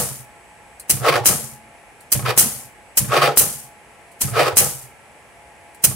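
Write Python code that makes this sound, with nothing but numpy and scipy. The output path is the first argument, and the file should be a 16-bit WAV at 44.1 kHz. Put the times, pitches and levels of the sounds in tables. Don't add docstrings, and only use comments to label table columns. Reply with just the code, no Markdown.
import sys
import numpy as np
from scipy import signal
from scipy.fft import rfft, irfft, next_fast_len
from scipy.io import wavfile

SR = 44100
rng = np.random.default_rng(int(sys.argv[2]) if len(sys.argv) > 2 else 0)


def transcribe(u):
    v = np.clip(np.atleast_2d(u).T, -1, 1)
    q = np.round(v * 32767).astype(np.int16)
    wavfile.write(sys.argv[1], SR, q)


N = 262394

# (time [s], rise [s], blast level [dB], bleed over blast [dB], left over right [dB],
# top treble boost [dB], piston landing level [dB])
UNCLAMPS = [(0.8928, 0.0058, -10.5, -6.5, -2, 3, -14.5), (2.1163, 0.0049, -14, -4.5, -2.5, 8, -11),
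            (2.9685, 0.0063, -9.5, -7.5, -1, 5.5, -13), (4.203, 0.013, -15.5, -2.5, -1, 4.5, -13),
            (5.8346, 0.0092, -6, -10, -4.5, 5, -14)]
CLAMPS = [(-.07, .0006, -10, -2.5, -1.3, 5, -11), (1.2573, 0.00054, -10, -3.5, 0.24, 2.7, -13.5),
          (2.3764, 0.00035, -11, -2, -0.42, 6.6, -18), (3.3727, 0.00053, -11, -2.5, -0.81, 8.9, -17.5),
          (4.5696, 0.00042, -9.5, -3.5, -1.8, 4.8, -14.5)]
# (frequency [Hz], relative level [dB])
BLAST_COLOUR = [(88, -19.5), (150, -1.5), (1060, -13.5), (3060, -2), (3720, -18.5), (4100, 2),
                (4520, -22.5), (4890, -3.5), (6690, 0.5), (8630, 3.5), (9510, -3.5), (10500, 3),
                (13800, -9), (14900, -1), (16100, -11.5)]
BLEED_COLOUR = [(880, -10.5), (1640, -9), (2500, -11.5), (2980, -8), (3630, -11), (9070, 4), (11800, 0.5),
                (13900, -8), (15100, -6), (16100, -16)]
# (frequency [Hz], width [Hz], boost [dB])
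VALVE_PEAKS = [(4853, 140, 8.5), (6100, 300, 5), (7900, 180, 2.5), (8640, 300, 7), (10200, 150, 8),
               (11060, 150, 6), (12250, 200, 8.5), (13100, 250, 8), (15300, 200, 6)]
NOZZLE_PEAKS = [(7310, 25, -24.5), (8000, 71, -12), (10000, 31, 6), (11300, 17, 9), (13000, 120, 7.5),
                (15580, 55, 12)]
# (frequency [Hz], left over right [dB])
AIR_PAN = [(60, 1), (150, 5.5), (380, 4), (950, 14), (2380, 3), (5980, 6.5), (15000, -3)]
# (frequency [Hz], left-right coherence [ratio])
AIR_COHERENCE = [(60, 0.74), (240, 0.41), (950, 0.24), (3770, -0.13), (15000, 0.2)]
# (blast length [s], blast t60 [s], bleed t60 [s], empty after [s], leak lead [s],
# leak over blast [dB])
UNCLAMP_VENT = (0.0176, 0.0458, 0.3967, .3, 0.0164, -32.5)
CLAMP_VENT = (0.0208, 0.1792, 0.5849, 0.28, 0.0151, -16)
RUN_DRY_DB_PER_S = 148


def air():
    t = np.arange(N) / SR
    blast, sizzle, bleed = np.zeros((3, 2, N))
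    for shifts, vent in ((UNCLAMPS, UNCLAMP_VENT), (CLAMPS, CLAMP_VENT)):
        length, t60, bleed_t60, empty, leak, leak_db = vent
        for s, rise, db, bleed_db, pan_db, top_db, _ in shifts:
            age = np.maximum(t - s, 0)
            opening = np.minimum(age / rise, 1) ** 2 * gain_of([[db + pan_db / 2], [db - pan_db / 2]])
            opening += gain_of(db + leak_db) * np.clip((t - s) / leak + 1, 0, 1) * (age < rise)
            jet = opening * gain_of(-60 * np.maximum(age - length, 0) / t60)
            blast += jet
            sizzle += jet * (gain_of(top_db) - 1)
            run_dry_db = RUN_DRY_DB_PER_S * np.maximum(age - empty, 0)
            bleed += opening * gain_of(bleed_db - 60 * age / bleed_t60 - run_dry_db)
    roar = unit_rms(hiss(BLAST_COLOUR, AIR_COHERENCE, AIR_PAN, VALVE_PEAKS) * flicker(db=1.7, hz=1200))
    top = signal.sosfiltfilt(signal.butter(2, 10500, "high", fs=SR, output="sos"), roar)
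    nozzle = hiss(BLEED_COLOUR, AIR_COHERENCE, AIR_PAN, NOZZLE_PEAKS)
    return (blast * roar + sizzle * top + bleed * nozzle) * flicker(db=1.22, hz=150)


def valves():
    seat_delay_s, seat_hz = 0.016, 11400
    out = np.zeros(N)
    age = np.arange(400) / SR / 0.00019
    pulse = (1 - age) * np.exp(-age) * np.minimum(age / 0.77, 1)
    for s, *_ in CLAMPS:
        add(out, s, gain_of(6.5) * pulse)
    ping = np.sin(2 * np.pi * seat_hz * np.arange(SR // 2) / SR)
    for s, _, blast_db, *_ in UNCLAMPS:
        add(out, s + seat_delay_s, dying(blast_db + 3.5, t60=0.0068, rise=0.0003) * ping)
    return out


# (frequency [Hz], width [Hz], relative level [dB])
TURRET_MODES = [(348, 30, -5), (396, 21, 1.5), (447.8, 20.5, 4), (489, 42, 4), (500.3, 32, 3),
                (583, 37, 6.5), (697, 63, 6.5), (801, 28, 2), (964, 6.1, -4.5), (1068, 26, -3),
                (1110, 48, 7.5), (1254.6, 19.5, 5.5), (1236, 20, -0.5), (1295, 30, -3)]
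# (frequency [Hz], relative level [dB])
GRIT_COLOUR = [(880, -23), (1500, -27), (1720, 4), (1890, 1.5), (2520, 3), (3260, -4.5), (4900, -6.5),
               (5900, -9.5), (6860, -28), (7890, -12.5), (11600, -12.5), (16100, -24)]
# (frequency [Hz], width [Hz], boost [dB])
HOLDER_PEAKS = [(1654, 20, 15), (2437, 57, 8), (3070, 38, 10), (3620, 99, 7.5), (4640, 150, 9)]
SQUEAL_PEAK = [(15690, 50, 22)]
# (frequency [Hz], left-right coherence [ratio])
TURRET_COHERENCE = [(60, 0.37), (240, 0.2), (950, 0.74), (3770, 0.13), (15000, 0.2)]
TEETH_PER_S, UPPER_MODES_FROM_HZ = 300, 950


def turret():
    drive = turret_drive() * flicker(db=1.0, hz=122)
    strikes = gain_of(4 * rng.exponential(1, N)) * (rng.random(N) < TEETH_PER_S / SR)
    teeth = signal.oaconvolve(strikes, dying(0, t60=0.012, rise=0.00036)[:1000])[:N]
    lower, upper, grit = drive * unit_rms(1 + 0.22 * unit_rms(teeth))
    low_blows, high_blows, shaken_grit = gear_knocks()
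    rattle = hiss(FLAT, TURRET_COHERENCE)
    body = np.zeros((2, N))
    for k, (hz, width, db) in enumerate(TURRET_MODES):
        effort, blows = (lower, low_blows) if hz < UPPER_MODES_FROM_HZ else (upper, high_blows)
        makeup = np.sqrt(SR / width / np.pi)
        body += gain_of(db - 13.5) * makeup * resonate(rattle * effort + blows * (-1) ** k, hz, width)
    body = signal.sosfilt(signal.butter(3, 330, "high", fs=SR, output="sos"), body)
    scrape = hiss(GRIT_COLOUR, TURRET_COHERENCE, peaks=HOLDER_PEAKS + SQUEAL_PEAK)
    return body + (grit + shaken_grit) * scrape * flicker(db=1.0, hz=410)


# (time [s], lower modes [dB], upper over lower [dB], grit over lower [dB])
TURNS = [
    [(1.0, -45, -2, -35), (1.042, -23.5, 0, -15), (1.092, -13.5, 0, -4), (1.112, -25.5, 1, -3.5),
     (1.166, -16.5, -5, -8.5), (1.232, -34.5, -27, -50), (1.25, -33, -13, -21)],
    [(2.225, -48, 13, 8), (2.241, -42, -10, -15), (2.259, -33.5, 16, 2), (2.283, -24.5, 0, -2),
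     (2.307, -19, -3, -4), (2.319, -25, -16, -8), (2.349, -40, 1, -3), (2.37, -37, -2, -8)],
    [(3.08, -51.5, 9.5, 4), (3.13, -18.5, 2, -11.5), (3.172, -16, -3, -5.5), (3.21, -27.5, 3.5, -0.5),
     (3.226, -15, 4, -3.5), (3.268, -23, -5, 1.5), (3.28, -14.5, -9, -23.5), (3.296, -24, 0.5, -43),
     (3.318, -25.5, -13, -15), (3.365, -43, -2, -12.5)],
    [(4.315, -47, -2, -5.5), (4.353, -26.5, 5.5, -7), (4.405, -13.5, -6.5, -6.5), (4.443, -24, -1, -2),
     (4.483, -19, 0, -6.5), (4.505, -30, 1, -9.5), (4.533, -29.5, -14.5, -18.5), (4.56, -41, -11, -9)],
]
# (delay [s], level over landing [dB], rise [s], t60 [s],
# upper over lower [dB], grit over lower [dB])
UNCLAMP_KNOCKS = [(0, -22, 0.0026, 0.12, -18, 1.5), (0.043, -22.5, 0.002, 0.089, -0.5, -4.5)]
CLAMP_KNOCKS = [(-0.0033, -11, 0.0069, 0.35, -7.5, -10)]


def turret_drive():
    t, drive = np.arange(N) / SR, np.zeros((3, N))
    for turn in TURNS:
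        s, db, upper_db, grit_db = np.transpose(turn)
        turning = (t > s[0]) * (t < s[-1])
        drive += [gain_of(np.interp(t, s, db + over_db)) * turning for over_db in (0, upper_db, grit_db)]
    for s, db, knocks in landings(UNCLAMP_KNOCKS, CLAMP_KNOCKS):
        for delay, knock_db, rise, t60, upper_db, grit_db in knocks:
            add(drive, s + delay, gain_of([[0], [upper_db], [grit_db]]) * dying(db + knock_db, t60, rise))
    return drive


def landings(on_unclamp, on_clamp):
    unclamp_travel_s, clamp_travel_s = 0.032, 0.031
    return ([(s + unclamp_travel_s, db, on_unclamp) for s, *_, db in UNCLAMPS]
            + [(s + clamp_travel_s, db, on_clamp) for s, *_, db in CLAMPS])


# (time [s], level [dB], upper over lower modes [dB])
GEAR_KNOCKS = [(1.063, 6, 5), (1.085, 8, -1), (1.094, 8, 1), (1.139, 6, -3), (1.162, 4, 1), (2.260, -4, 2),
               (2.292, 4.5, 1), (2.306, 5, -2), (3.119, 3, 7), (3.165, 10.5, 5), (3.174, 7, 0),
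               (3.2185, 11, 5), (3.240, 7, 2), (3.274, 8.5, -4), (4.374, 2, 6), (4.393, 8, 0),
               (4.407, 7, -1), (4.480, 3, 1)]


def gear_knocks():
    blows, grit = np.zeros((2, N)), np.zeros(N)
    for s, db, upper_db in GEAR_KNOCKS:
        add(blows, s, gain_of([[db], [db + upper_db]]))
        add(grit, s, dying(db - 30, t60=0.031, rise=0.0005))
    return *blows, grit


# (frequency [Hz], relative level [dB], t60 [s],
# left over right [dB], left phase lead [rad])
BENCH_MODES = [(70.2, -3.5, 0.63, -9, 2.4), (96.4, 4.5, 0.3, -5, 0.89), (195.4, -0.5, 0.42, 6.5, 0.52),
               (257.6, -15, 0.46, 20.5, 1.1), (311, -8, 0.43, 4, 0.78)]
# (time [s], level [dB], frequency [Hz])
JOLTS = [(1.09, -22.5, 146), (1.143, -25, 119), (1.197, -22, 120.6), (2.27, -21.5, 121),
         (2.349, -29.5, 129), (3.169, -21.5, 140), (3.219, -22, 144), (3.27, -23, 144), (4.355, -22.5, 126),
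         (4.409, -22.5, 138), (4.455, -25.5, 132), (4.519, -28.5, 101)]
# (level over landing [dB], frequency [Hz])
UNCLAMP_SWINGS = [(-6.5, 127), (-6.5, 124)]
CLAMP_SWINGS = [(-11.5, 132), (-13.5, 139.3), (-18.5, 136.6), (-25, 130)]
UNCLAMP_DELAYS = (0, .074)
CLAMP_DELAYS = (0, .045, .135, .225)


def bench():
    t = np.arange(SR) / SR
    rocking, ringing = np.zeros((2, 2, N))
    ring = np.zeros((2, SR))
    for hz, db, t60, pan_db, lead in BENCH_MODES:
        decay = gain_of(db - 17 - 60 * t / t60 + np.array([[pan_db], [-pan_db]]) / 2)
        ring += decay * np.sin(2 * np.pi * hz * t + [[lead], [0]])
    jolts = list(JOLTS)
    for s, db, rock in landings((UNCLAMP_DELAYS, UNCLAMP_SWINGS), (CLAMP_DELAYS, CLAMP_SWINGS)):
        add(ringing, s, gain_of(db) * ring * np.minimum(t / 0.0025, 1))
        for delay, (swing_db, hz) in zip(*rock):
            jolts.append((s + delay, db + swing_db, hz * rng.normal(1, 0.04)))
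    for s, db, hz in jolts:
        note = np.sin(2 * np.pi * hz * t[:SR // 2] + [[0.9], [0]])
        add(rocking, s, dying(db, t60=0.18, rise=0.019) * note)
    return rocking * gain_of([[-1.5], [2.2]]) + ringing


# (time [s], level [dB], starting frequency [Hz])
THUDS = [(-.03, -30.5, 230), (1.295, -23.5, 207), (1.33, -28.5, 250), (2.405, -26, 203),
         (2.448, -25.5, 250), (3.01, -27.5, 205), (3.42, -31.5, 203)]
# (frequency [Hz], level over thud [dB], t60 [s])
FRAME_MODES = [(220, -12.5, 1.0), (241, -16.5, 0.86)]


def thuds():
    sag_per_s, rise_s = 3.8, 0.014
    t, out = np.arange(SR // 2) / SR, np.zeros(N)
    ring = sum(dying(db, t60, rise_s) * np.sin(2 * np.pi * hz * t) for hz, db, t60 in FRAME_MODES)
    for s, db, hz in THUDS:
        sagging = np.sin(2 * np.pi * hz * (1 - np.exp(-sag_per_s * t)) / sag_per_s)
        add(out, s, gain_of(db) * (dying(0, t60=0.13, rise=rise_s) * sagging + ring))
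    return out * gain_of([[1.5], [-1.5]])


# (time [s], relative level [dB], t60 [s])
CLICKS = [(0.7971, -31.5, 0.091), (2.005, -45.5, 0.13), (4.1157, -49.5, 0.11), (5.746, -45, 0.092)]
# (frequency [Hz], relative level [dB])
CLICK_COLOUR = [(1470, -28), (2500, -8), (2990, -55), (4110, -4), (5690, -14), (6760, -8), (9220, 4),
                (16000, -16)]


def button():
    envelope = np.zeros(N)
    for s, db, t60 in CLICKS:
        add(envelope, s, dying(db + 0.5, t60, rise=0.00043))
    return envelope * hiss(CLICK_COLOUR, SHOP_COHERENCE)


# (frequency [Hz], relative level [dB])
SHOP_COLOUR = [(15, -57.5), (25, -45), (49, -6.5), (212, -12), (271, -14), (562, -8.5), (644, -10),
               (844, -6.5), (941, -10), (1410, -18.5), (1620, -12), (2360, -11.5), (3710, -27.5),
               (4770, -29), (9300, -27.5), (10300, -24), (11400, -32.5), (16100, -50)]
# (frequency [Hz], width [Hz], boost [dB])
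SHOP_HUMP = [(7960, 880, 5)]
# (frequency [Hz], left-right coherence [ratio])
SHOP_COHERENCE = [(60, 0.38), (150, 0.2), (380, 0.76), (950, 0.4), (2380, 0.019), (5980, 0.06),
                  (15000, 0.98)]


def room_tone():
    return gain_of(-47.5) * hiss(SHOP_COLOUR, SHOP_COHERENCE, peaks=SHOP_HUMP)


# (frequency [Hz], width [Hz], level [dB])
FAN_TONES = [(685, 4.1, -59), (841, 13, -56), (1340, 7.2, -66)]


def fans():
    t, out = np.arange(N) / SR, np.zeros(N)
    for hz, width, db in FAN_TONES:
        fuzz = unit_rms(resonate(rng.standard_normal(N), hz, width))
        out += gain_of(db) * unit_rms(fuzz + 1.8 * np.sin(2 * np.pi * hz * t))
    return out


# (start [s], end [s], low note level [dB], high note level [dB])
SERVO_RESTS = [(0, 0.9, -65.5, -78), (1.25, 2.12, -82, -69), (2.38, 2.975, -67, -78),
               (3.37, 4.21, -74.5, -69), (4.57, 5.84, -73, -74)]
SERVO_HZ = np.array([[8000], [10002]])


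def servos():
    t = np.arange(N) / SR
    levels = sum((t > start) * (t < end) * gain_of([[low_db], [high_db]])
                 for start, end, low_db, high_db in SERVO_RESTS)
    notes = np.sqrt(2) * np.sin(2 * np.pi * SERVO_HZ * t)
    return (levels * notes).sum(axis=0) * flicker(db=1.5, hz=8)


def reflections(x, t60):
    taps = np.zeros((2, SR // 2))
    at = np.arange(300, SR // 2 - 20, 20) + rng.integers(0, 20, (2, (SR // 2 - 301) // 20))
    np.put_along_axis(taps, at, rng.choice([-1., 1.], at.shape), 1)
    taps *= gain_of(-60 * np.arange(SR // 2) / SR / t60)
    return signal.fftconvolve(x, taps / np.linalg.norm(taps[0]), axes=1)[:, :N]


FLAT = ((20, 0), (20000, 0))


def hiss(colour, coherence, pan=FLAT, peaks=()):
    size = next_fast_len(N)
    hz = np.fft.rfftfreq(size, 1 / SR)
    left, other = rfft(rng.standard_normal((2, size)))
    alike = np.sqrt(np.clip(curve_at(coherence, hz), 0, 1))
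    pair = np.array([left, alike * left + np.sqrt(1 - alike ** 2) * other])
    peaks_db = sum(boost / (1 + (2 * (hz - centre) / width) ** 2) for centre, width, boost in peaks)
    db = curve_at(colour, hz) + peaks_db + np.outer([0.5, -0.5], curve_at(pan, hz))
    return unit_rms(irfft(pair * gain_of(db), size)[:, :N])


def curve_at(points, hz):
    point_hz, value = np.transpose(points)
    return np.interp(np.log(hz + 1), np.log(point_hz + 1), value)


def resonate(x, hz, width):
    return signal.lfilter(*signal.iirpeak(hz, hz / width, fs=SR), x)


def flicker(db, hz):
    return gain_of(db * unit_rms(signal.lfilter(*signal.butter(2, hz, fs=SR), rng.standard_normal(N))))


def dying(db, t60, rise):
    age = np.arange(SR // 2) / SR
    return gain_of(db - 60 * np.maximum(age - rise, 0) / t60) * np.minimum(age / rise, 1) ** 1.5


def add(mix, s, sound):
    at = round(s * SR)
    sound = sound[..., max(-at, 0):]
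    part = mix[..., max(at, 0):][..., :sound.shape[-1]]
    part += sound[..., :part.shape[-1]]


def gain_of(db):
    return 10 ** (np.asarray(db) / 20)


def unit_rms(x):
    return x / np.sqrt(np.mean(x ** 2) + 1e-20)


def scene():
    metal = turret() + valves()
    machine = air() + metal + gain_of(-16.5) * reflections(metal, t60=0.35) + bench() + thuds() + button()
    return machine + room_tone() + fans() + servos()


def record(dry):
    ceiling, cutoff_hz = 1.15, 15880
    bent = ceiling * np.tanh(dry / ceiling)
    lowpass = signal.firwin(511, cutoff_hz, window=("kaiser", 9), fs=SR)
    return signal.oaconvolve(bent, lowpass[None], "same")


dry = scene()
out = record(dry)
transcribe(out)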